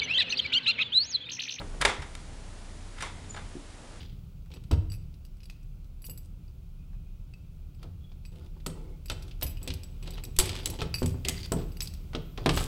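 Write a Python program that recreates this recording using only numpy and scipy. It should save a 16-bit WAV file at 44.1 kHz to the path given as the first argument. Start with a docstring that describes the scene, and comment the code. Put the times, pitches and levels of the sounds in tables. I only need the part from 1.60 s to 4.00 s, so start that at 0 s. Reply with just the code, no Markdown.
"""A loud double clack of wood rings in the hallway of an old house, among softer knocks on wood.
Clacks and knocks are noise bursts that set off decaying modes and a noise-built hall echo.
Slow steps past a wooden door scuff (grainy noise), thud (decaying sines) and squeak (a gliding tone).
The hand bumps the camera, over a low motor hum (wavering harmonics), rumble and hiss (shaped noise)."""
import sys
import numpy as np
from scipy import signal
from scipy.fft import rfft, irfft
from scipy.io import wavfile
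from scipy.ndimage import uniform_filter1d

SR = 44100
rng = np.random.default_rng(int(sys.argv[2]) if len(sys.argv) > 2 else 0)


def materialize(psi):
    """Save the field psi as 16-bit PCM at rate SR to the path in sys.argv[1].

    A 1-D psi becomes a single channel; in a 2-D psi each row is a channel.
    """
    bounded = np.clip(np.atleast_2d(psi).T, -1, 1)
    quanta = np.round(bounded * 32767).astype(np.int16)
    wavfile.write(sys.argv[1], SR, quanta)


N = 105840

# Knocks on wood. Each row: start in seconds, level in dB, tilt in dB per octave, contact decay in seconds,
# room level in dB, low cut in Hz, pitch of the struck spot in Hz, spot level in dB re the knock.
KNOCKS = [(0.001, -40, -8, 0.01, -3.5, 100, 273, -5), (0.014, -43, -5.5, 0.0042, -6, 100, 870, -16),
          (0.141, -49.5, -12, 0.0031, -10, 150, 846, 5.5), (0.2125, -25, 2.5, 0.0046, -6, 500, 1643, -3),
          (0.2209, -23.5, -4.5, 0.0042, -7.5, 950, 1384, -13),
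          (0.2501, -15.5, -0.5, 0.0045, -3.5, 256, 867, -6.5),
          (0.4196, -39, -2, 0.0077, -2.5, 650, 5440, -9), (0.5513, -41, 3, 0.0016, -6.5, 800, 1344, -4.5),
          (1.4063, -38, 0.5, .006, 0.5, 900, 1750, -4), (1.4226, -32.5, 1, 0.0043, -1, 650, 5800, -6),
          (1.4320, -42, -0.5, 0.0089, -2, 500, 1090, 10.5), (1.744, -43.5, -2, 0.0056, -4, 200, 824, -3),
          (1.7625, -42.5, -2, 0.0052, -4, 400, 4250, -5), (1.7717, -42.5, -3, 0.0068, 0, 450, 1560, 0)]
CONTACT_RISE_S, CONTACT_HOLD_DECAYS, SPOT_T60_S = 0.0002, 1, 0.075
# Spectrum of a contact on wood. Each row: frequency in Hz, relative level in dB.
WOOD_SPECTRUM = [(60, -15), (170, -13), (350, -11), (570, -2.5), (720, -9.5), (900, -2.5), (1100, -8),
                 (1400, -6), (2200, -4.5), (2750, -10.5), (3700, -11), (5700, -17), (9500, -17.5),
                 (12000, -20)]
# Broad resonances of the wood. Each row: frequency in Hz, width in Hz, boost in dB.
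WOOD_PEAKS = [(820, 93, 4.2), (1317, 190, 7.4), (1660, 80, 6.6), (1995, 41, 6.2), (2300, 110, 3.7),
              (3100, 120, 7), (3690, 173, 9.7), (4920, 290, 6.4), (6860, 200, 4), (8200, 120, 5.9),
              (9600, 210, 2.5)]
# Ringing modes of the wood. Each row: frequency in Hz, relative level in dB, T60 in seconds.
WOOD_MODES = [(408, 5.5, 0.4), (515, 1, 0.37), (595, -13, 0.14), (828, -4, 0.38), (885, -6.5, 0.28),
              (969, 0.5, 0.5), (1280, 3, 0.18), (1417, -9, .26), (1473, 1, 0.16), (1640, -5, .35),
              (1846, -15, .45), (2055, -9, 0.23), (2084, 3, 0.3), (2092, 2, 0.11), (2750, 8, 0.11),
              (3062, -6, 0.15), (3480, -1.5, 0.39), (3650, -11, 0.48), (7050, -11, 0.31), (7235, -12, .35)]
# Hallway echo bands. Each row: frequency in Hz, relative level in dB, T60 in seconds.
HALL_BANDS = [(100, -21, 0.64), (250, -4.5, 0.47), (450, -3.5, 0.34), (650, -5.5, 0.37), (950, -1, 0.36),
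              (1600, -6, 0.4), (2100, -4.5, 0.46), (2850, -11, 0.35), (3420, -6, 0.4), (4170, -15, 0.38),
              (9300, -18, 0.27), (12000, -25, .25)]
HALL_DELAY_S, HALL_BUILD_S = 0.0067, 0.0083
WALL_S, WALL_WIDTH_S, WALL_DB = 0.049, 0.01, 2.2  # early slap from the far wall
MODES_DB, HALL_DB = -19, -1.5  # shares of ringing wood and hall echo in a knock's tail

# Soles sliding. Each row: peak time in seconds, rise in seconds, fall in seconds, level in dB,
# tilt in dB per octave, low cut in Hz.
SCUFFS = [(0.21, 0.0034, 0.0022, -36, -2, 1000), (1.403, 0.032, .025, -45, -1.5, 900),
          (1.468, 0.012, 0.011, -47, -4, 600), (1.62, 0.039, .06, -58.5, -0.5, 700),
          (1.778, 0.017, 0.042, -52, -2.5, 400), (2.26, 0.07, 0.15, -55, -10.5, 200)]
# Dull bumps of heel and hand. Each row: start in seconds, frequency in Hz, level in dB, decay in seconds.
THUDS = [(0.002, 43.4, -48, 0.029), (0.003, 100, -43, 0.028), (0.2, 42.3, -28, 0.06),
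         (0.200, 135.5, -34.5, 0.035), (0.253, 78, -33, 0.046), (0.390, 67, -28.5, 0.021),
         (0.393, 139.3, -37.5, 0.032), (0.209, 288, -40.5, 0.022), (1.834, 47, -38, 0.038)]
THUD_RISE_S = 0.003
# Hollow knock of a board. Each row: start in seconds, level in dB.
BOARD_HITS = [(1.9527, -35), (1.9667, -39)]
# Modes of that board. Each row: frequency in Hz, relative level in dB, T60 in seconds.
BOARD_MODES = [(167, -14, 0.34), (237, -14, .15), (277, -5.5, 0.22), (301.5, -12.5, 0.31), (345, -1, 0.084),
               (364, -23, 0.13)]
BOARD_SOFT_HZ = 480  # a soft heel rounds the attack
# Shoe squeak. Each row: time in seconds, pitch in Hz, level in dB.
SQUEAK = [(1.692, 7150, -64), (1.698, 7080, -47), (1.704, 6950, -47), (1.709, 6970, -36),
          (1.714, 6930, -49), (1.722, 6840, -68)]
SQUEAK_ROUGHNESS, SQUEAK_ROOM_DB = 0.011, -8  # roughness: relative pitch spread

# Motor hum. 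Each row: multiple of the fundamental, level in dB, waver in dB.
HUM = [(1, -44.5, 1.2), (2, -57.5, 1.6), (3, -54, 2.3), (6, -66, 2)]
HUM_HZ = 29.78
# Handling rumble spectrum. Each row: frequency in Hz, relative level in dB.
RUMBLE_SPECTRUM = [(12, -16), (25, 2.5), (50, -3.5), (100, -3.5), (150, -10.5), (200, -12), (280, -13),
                   (400, -19), (800, -25), (2000, -39), (6000, -77)]
RUMBLE_DB, RUMBLE_WAVER_DB = -47, 0.8  # before LOW_GAIN
# Gain on hum and rumble, with brief dips. Each row: time in seconds, gain in dB.
LOW_GAIN = [(0, 6.5), (.28, 1), (.35, -0.5), (.45, 1.5), (.65, 0), (.95, -0.5), (1.15, 1), (1.35, -1.5),
            (1.5, 1), (1.88, 0), (2.02, -2.5), (2.17, -1), (2.4, 0)]
# Hiss spectrum. Each row: frequency in Hz, relative level in dB.
HISS_SPECTRUM = [(100, -1.5), (600, 4), (1200, 1), (2200, -1.5), (4000, -4), (6300, -5.5), (7200, -5),
                 (8200, -6.5), (10200, -8), (12000, -14.5)]
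HISS_DB = -52.5  # before the microphone
# Microphone treble response. Each row: frequency in Hz, gain in dB.
MIC_RESPONSE = [(10300, -0.5), (11000, -13.5), (11700, -12), (12300, -24)]
TOP_HZ = 12300


def undb(db):
    """Decibels to gain."""
    return 10 ** (np.asarray(db) / 20)


def unit(x):
    """Scale to rms 1."""
    return x / np.sqrt(np.mean(x ** 2) + 1e-30)


def since(start_s):
    """Seconds since a moment, zero before it."""
    return np.maximum(np.arange(N) / SR - start_s, 0)


def place(x, start_s):
    """Start a sound at a moment."""
    lead = np.zeros(max(int(start_s * SR), 0))
    return np.concatenate([lead, x, np.zeros(N)])[:N]


def low_cut(x, cut_hz):
    """High-pass: light contacts move little bass."""
    return signal.sosfilt(signal.butter(2, cut_hz, "high", fs=SR, output="sos"), x + 1e-12)


def curve(points, hz):
    """Interpolate a table on a log-frequency axis."""
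    p = np.array(points, float)
    return np.interp(np.log(np.maximum(hz, 1)), np.log(p[:, 0]), p[:, 1])


def colour(x, points, tilt_db=0, peaks=(), size=8192):
    """Minimum-phase filter from a spectrum, a tilt about 2 kHz (flat below 500 Hz) and resonances."""
    hz = np.maximum(np.arange(size // 2 + 1) * SR / size, 1)
    db = curve(points, hz) + tilt_db * np.log2(np.maximum(hz, 500) / 2000)
    for peak_hz, width_hz, peak_db in peaks:
        db = db + peak_db / (1 + (2 * (hz - peak_hz) / width_hz) ** 2)
    # fold the cepstrum to make the filter causal
    cepstrum = irfft(np.log(undb(db)))
    cepstrum[1:size // 2] *= 2
    cepstrum[size // 2 + 1:] = 0
    impulse = irfft(np.exp(rfft(cepstrum)))
    return signal.fftconvolve(x, impulse)[:N]


def walk(rate_hz):
    """Random wander, spread 1: held random steps, smoothed twice."""
    k = max(int(SR / rate_hz), 1)
    steps = np.repeat(rng.standard_normal(N)[:N // k + 2], k)
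    return unit(uniform_filter1d(uniform_filter1d(steps, k), k)[:N])


def even_noise(count):
    """A short stretch of noise with equal strength at all frequencies."""
    return unit(irfft(np.exp(2j * np.pi * rng.random(count // 2 + 1))))


def knocks():
    """Each knock is a brief chatter of contact that rings the struck spot, the wood and the hall."""
    out, hall = 0, hallway()
    span = np.sqrt(0.01 * SR / N)  # refers the burst's rms to 10 ms
    for start_s, db, tilt_db, decay_s, room_db, cut_hz, spot_hz, spot_db in KNOCKS:
        chatter = np.concatenate([even_noise(count=512) for _ in range(16)])
        rise = 1 - np.exp(-since(start_s) / CONTACT_RISE_S)
        fall = np.exp(-since(start_s + CONTACT_HOLD_DECAYS * decay_s) / decay_s)
        contact = place(chatter, start_s) * rise * fall
        crack = unit(low_cut(colour(contact, WOOD_SPECTRUM, tilt_db, WOOD_PEAKS), cut_hz))
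        hall_tail = undb(HALL_DB) * span * unit(colour(place(hall, start_s), HALL_BANDS, tilt_db))
        wood_tail = undb(MODES_DB) * ring(WOOD_MODES, start_s, tilt_db / 2)
        tail = low_cut(hall_tail + wood_tail, cut_hz)
        spot = ring([(spot_hz, spot_db, SPOT_T60_S)], start_s)
        out = out + undb(db) * (span * crack + spot + undb(room_db) * tail)
    return out


def ring(modes, start_s, tilt_db=0):
    """Struck modes: sines decaying exponentially, kept for one second."""
    t, out = since(0)[:SR], 0
    for hz, db, t60_s in modes:
        gain = undb(db + tilt_db * np.log2(hz / 2000))
        out = out + gain * np.sin(2 * np.pi * hz * t) * np.exp(-np.log(1000) * t / t60_s)
    return place(out, start_s)


def hallway():
    """Hall echo: noise builds up, each band dies at its own rate, with an early wall slap."""
    t, hz = since(0), np.arange(N // 2 + 1) * SR / N
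    noise, out = rfft(rng.standard_normal(N)), 0
    for k, (_, _, t60_s) in enumerate(HALL_BANDS):
        share = curve([(row[0], j == k) for j, row in enumerate(HALL_BANDS)], hz)
        out = out + irfft(noise * share, N) * np.exp(-np.log(1000) * t / t60_s)
    slap = undb(WALL_DB * np.exp(-((t - WALL_S) / WALL_WIDTH_S) ** 2))
    return out * slap * (1 - np.exp(-since(HALL_DELAY_S) / HALL_BUILD_S))


def scuffs():
    """Soles brush the boards: grainy friction noise that swells and fades."""
    t, out = since(0), 0
    for peak_s, rise_s, fall_s, db, tilt_db, cut_hz in SCUFFS:
        grain = rng.standard_normal(N) * undb(2.5 * walk(300))
        env = np.exp(-np.where(t < peak_s, (peak_s - t) / rise_s, (t - peak_s) / fall_s) ** 2)
        friction = unit(low_cut(colour(grain, WOOD_SPECTRUM, tilt_db, WOOD_PEAKS), cut_hz))
        out = out + undb(db) * env * friction
    return out


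def thuds():
    """Bumps of heel and hand: low sines with a soft onset and exponential decay."""
    out = 0
    for start_s, hz, db, decay_s in THUDS:
        t = since(start_s)
        env = (1 - np.exp(-t / THUD_RISE_S)) * np.exp(-t / decay_s)
        out = out + undb(db) * np.sin(2 * np.pi * hz * t) * env
    return out


def board():
    """Hollow knock: a heel sets off the modes of a board, low-passed to soften the attack."""
    hits = sum(undb(db) * ring(BOARD_MODES, start_s) for start_s, db in BOARD_HITS)
    return signal.sosfilt(signal.butter(4, BOARD_SOFT_HZ, fs=SR, output="sos"), hits)


def squeak():
    """Shoe squeak: a thin, rough, slightly falling tone and its hall echo."""
    t, (time_s, hz, db) = since(0), np.array(SQUEAK).T
    pitch_hz = np.interp(t, time_s, hz) * (1 + SQUEAK_ROUGHNESS * walk(900))
    gate = (t > time_s[0]) * (t < time_s[-1])
    level = np.sqrt(2) * undb(np.interp(t, time_s, db)) * gate
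    tone = np.sin(2 * np.pi * np.cumsum(pitch_hz) / SR) * level
    echo = unit(signal.fftconvolve(tone, hallway())[:N])
    return tone + undb(SQUEAK_ROOM_DB) * np.std(tone) * echo


def motor_hum():
    """Harmonics of one wandering rotation, each wavering in level."""
    turn = 2 * np.pi * np.cumsum(HUM_HZ * (1 + 0.01474 * walk(10.08))) / SR
    out = 0
    for multiple, db, waver_db in HUM:
        level = np.sqrt(2) * undb(db + waver_db * walk(7))
        out = out + level * np.sin(multiple * turn + 2 * np.pi * rng.random())
    return out


def rumble():
    """Handling rumble: bass-heavy noise, wavering in level."""
    noise = unit(colour(rng.standard_normal(N), RUMBLE_SPECTRUM))
    return noise * undb(RUMBLE_DB + RUMBLE_WAVER_DB * walk(7.7))


def hiss():
    """Steady shaped noise."""
    return undb(HISS_DB) * unit(colour(rng.standard_normal(N), HISS_SPECTRUM))


def background():
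    """Hum and rumble under a shared gain curve, plus hiss."""
    low_gain = undb(np.interp(since(0), *np.array(LOW_GAIN).T))
    return (motor_hum() + rumble()) * low_gain + hiss()


def scene():
    """All sources at the one microphone."""
    return (knocks() + scuffs() + thuds() + board() + squeak() + background())[None]


def record(dry):
    """The microphone dulls the top and cuts it off steeply."""
    top_cut = signal.ellip(10, 0.2, 80, TOP_HZ, fs=SR, output="sos")
    return signal.sosfilt(top_cut, colour(dry[0], MIC_RESPONSE))[None]


dry = scene()
out = record(dry)
materialize(out)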